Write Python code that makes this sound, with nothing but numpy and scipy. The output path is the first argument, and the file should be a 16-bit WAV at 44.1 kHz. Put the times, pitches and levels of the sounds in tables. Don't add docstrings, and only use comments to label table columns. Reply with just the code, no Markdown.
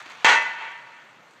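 import sys
import numpy as np
from scipy import signal
from scipy.io import wavfile

SR = 44100
rng = np.random.default_rng(int(sys.argv[2]) if len(sys.argv) > 2 else 0)


def output_pcm(signal):
    pcm = np.clip(np.atleast_2d(signal).T, -1, 1) * 32767
    wavfile.write(sys.argv[1], SR, np.round(pcm).astype(np.int16))


def magnitude_from_level(level_db):
    exponent = np.asarray(level_db, float) / 20
    return 10 ** exponent


N = 61739


def post():
    blow_s = [
        .2451,
        .2463,
        .2468,
    ]
    blow_db = [
        -18,
        -9,
        -8,
    ]
    blow = clicks(blow_s, blow_db)
    main_contact = clicks(blow_s[1:2], [0])
    rebound_push = -clicks(blow_s[2:], [15.5])
    struck = tubes(main_contact) + crack(blow, rebound_push) + crack_echo(main_contact)
    return filtered(struck, 2, 200, "high")


def tubes(contact):
    post_hz = [903, 950, 1147, 1485, 1805, 1922, 2003, 2190, 2259, 2552, 2633, 3102, 3305, 5846]
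    # level_db, t60_s
    post_modes = [(0, .22), (0, .25), (-5, .3), (-1, .2), (1, .25), (-1, .2), (1, .25), (-6, .2), (-7, .18),
                  (-8, .2), (-6, .22), (-11, .15), (-9, .22), (-19, .18)]
    bar_hz = [1440, 1594, 2128, 2310, 2774, 3145, 3876, 4150, 6191, 6600, 7257, 7806]
    # level_db, t60_s
    bar_modes = [(-9, .2), (-11, .2), (-9, .15), (-7, .18), (-11, .14), (-9, .18), (-15, .14), (-16, .08),
                 (-21, .12), (-20, .04), (-25, .12), (-24, .12)]
    direct_db, tube_db = 3, -34
    heard = magnitude_from_level(direct_db) * contact + rink(contact, [(100, 0.0045), (15500, 0)])
    total = np.zeros(N)
    for hz, (db, t60) in zip(post_hz + bar_hz, post_modes + bar_modes):
        total += magnitude_from_level(tube_db + db) * rms_one(ring(heard, hz, t60))
    return filtered(total, 2, 600, "high")


def crack(blow, push):
    # freq_hz, level_db
    burst_colour = [
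        (100, -46),
        (300, -15),
        (700, -1),
        (1100, -9),
        (2400, -16),
        (3000, 5),
        (6500, -8),
        (15500, -40),
    ]
    burst_t60_s, burst_db, snap_db = 0.0042, 8, -32
    noise = rms_one(bands(lambda hz: magnitude_from_level(at_hz(burst_colour, hz))))
    burst = noise * magnitude_from_level(-60 * np.arange(N) / SR / burst_t60_s)
    snap = filtered(blow, 2, 5000, "low")
    thump = filtered(push, 2, 970, "low")
    return magnitude_from_level(snap_db) * snap + thump + magnitude_from_level(burst_db) * signal.fftconvolve(blow, burst)[:N]


def crack_echo(contact):
    # freq_hz, level_db
    echo_colour = [
        (200, -18),
        (500, -8),
        (850, -4),
        (1300, -0.5),
        (2400, 0),
        (3000, -6.5),
        (6500, -14.5),
        (15500, -50),
    ]
    return magnitude_from_level(20.5) * rink(contact, echo_colour)


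def rink(x, colour):
    # delay_s, rise_s, fall_t60_s, level_db
    boards = [
        (.002, 0.0021, 0.36, -24.5),
        (0.033, 0.011, 0.43, -25),
        (.17, 0.039, 1, -45),
        (0.328, 0.043, 0.94, -48),
        (.66, 0.023, 1, -62.5),
    ]
    # freq_hz, loss_db_per_s
    air = [
        (150, 7),
        (500, 10.5),
        (1200, -1.5),
        (2600, -0.5),
        (3300, 9),
        (6500, 34),
        (12000, 64),
    ]
    t = np.arange(N) / SR
    power = np.zeros(N)
    for delay, rise, t60, db in boards:
        fall_db = 120 * np.maximum(t - delay - rise, 0) / t60
        power += magnitude_from_level(2 * db - fall_db) * np.clip((t - delay) / rise, 0, 1) ** 2
    scatter = bands(lambda hz: magnitude_from_level(at_hz(colour, hz) - at_hz(air, hz) * t))
    scatter = scatter * magnitude_from_level(1 * drift(120))
    return signal.fftconvolve(x, np.sqrt(power) * scatter)[:N]


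def shot_echo():
    # time_s, level_db
    slap_tail = [
        (0, -39),
        (.03, -46),
        (0.053, -46),
        (.06, -40),
        (.075, -45.5),
        (.11, -41.5),
        (.13, -43),
        (.19, -47),
        (.225, -44),
    ]
    # freq_hz, level_db
    slap_colour = [
        (200, -42),
        (330, -11),
        (600, 6),
        (1200, 15.5),
        (2200, 13),
        (4000, 5),
        (8000, -9),
        (15500, -21),
    ]
    t60_s = 3.6
    t = np.arange(N) / SR
    tail_s, tail_db = np.transpose(slap_tail)
    level_db = np.interp(t, tail_s, tail_db) - 60 * np.maximum(t - tail_s[-1], 0) / t60_s
    noise = rms_one(bands(lambda hz: magnitude_from_level(at_hz(slap_colour, hz) + 1.0 * drift(25))))
    slap = magnitude_from_level(level_db + 2 * drift(250)) * noise
    return filtered(slap, 3, 300, "high")


def ticks():
    # start_s, peak_db
    tick_list = [(0.0014, -33.5), (0.0244, -36), (0.0588, -36), (0.0977, -33), (0.1154, -37), (0.1744, -57),
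                 (0.3564, -24), (0.4234, -25), (0.4644, -44), (0.7024, -46), (0.7148, -40), (1.1707, -62),
                 (1.2181, -67.5), (1.3094, -42), (1.3344, -43)]
    t60_s, snaps_db = 0.037, -10
    hits = np.abs(clicks(*np.transpose(tick_list)))
    envelope = signal.lfilter([1], [1, -magnitude_from_level(-60 / (t60_s * SR))], hits)
    snaps = filtered(envelope * rng.standard_normal(N), 2, [2500, 10000], "band")
    thud = ring(clicks([0.062], [-44]), 328, 0.041)
    return magnitude_from_level(snaps_db) * snaps + thud


def traffic():
    # freq_hz, level_db
    hum_colour = [(40, -81), (130, -2), (200, -7), (400, -7), (900, -3.5), (2000, -8), (5000, -21),
                  (15500, -31)]
    hum = bands(lambda hz: magnitude_from_level(at_hz(hum_colour, hz) + 2 * drift(10)))
    return magnitude_from_level(-54) * rms_one(hum)


def ring(x, hz, t60):
    r, w = magnitude_from_level(-60 / (t60 * SR)), 2 * np.pi * hz / SR
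    return signal.lfilter([0, np.sin(w)], [1, -2 * r * np.cos(w), r * r], x)


def clicks(s, db):
    out = np.full(N, 1e-18)
    out[(np.array(s) * SR).astype(int)] = magnitude_from_level(np.array(db)) * (-1) ** np.arange(len(s))
    return out


def bands(gain):
    edges_hz = 35 * 2 ** np.arange(0, 9.1, 1 / 3)
    white = rng.standard_normal((2, N))
    total = np.zeros(N)
    for k, (lo, hi) in enumerate(zip(edges_hz, edges_hz[1:])):
        total += gain(np.sqrt(lo * hi)) * filtered(white[k % 2], 2, [lo, hi], "band")
    return total


def drift(rate):
    r = np.exp(-2 * np.pi * rate / SR)
    wander = signal.lfilter([1], [1, -2 * r, r * r], rng.standard_normal(N + 9000))
    return rms_one(wander[9000:])


def filtered(x, order, hz, kind):
    return signal.sosfilt(signal.butter(order, hz, kind, fs=SR, output="sos"), x)


def at_hz(points, hz):
    freq_hz, level_db = np.array(points).T
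    return np.interp(np.log(hz), np.log(freq_hz), level_db)


def rms_one(x):
    return x / np.sqrt(np.mean(x ** 2) + 1e-20)


def scene():
    return (post() + shot_echo() + ticks() + traffic())[None]


def top_cut(x):
    return signal.sosfilt(signal.butter(12, 16050, fs=SR, output="sos"), x)


def record(dry):
    mic_hz = [5200, 6400, 9700, 12000, 13700]
    # width_hz, level_db
    mic_shape = [
        (690, -5.5),
        (870, 2.5),
        (880, -23),
        (2000, -9),
        (600, -15),
    ]
    ceiling = 1.3
    x = ceiling * np.tanh(dry / ceiling)
    for hz, (width_hz, db) in zip(mic_hz, mic_shape):
        a, w, g = np.pi * width_hz / SR, 2 * np.pi * hz / SR, magnitude_from_level(db / 2)
        x = signal.lfilter([1 + a * g, -2 * np.cos(w), 1 - a * g],
                           [1 + a / g, -2 * np.cos(w), 1 - a / g], x)
    x = filtered(x, 2, 110, "high")
    x = filtered(x, 8, 14300, "low")
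    return top_cut(x)


dry = scene()
out = record(dry)
output_pcm(out)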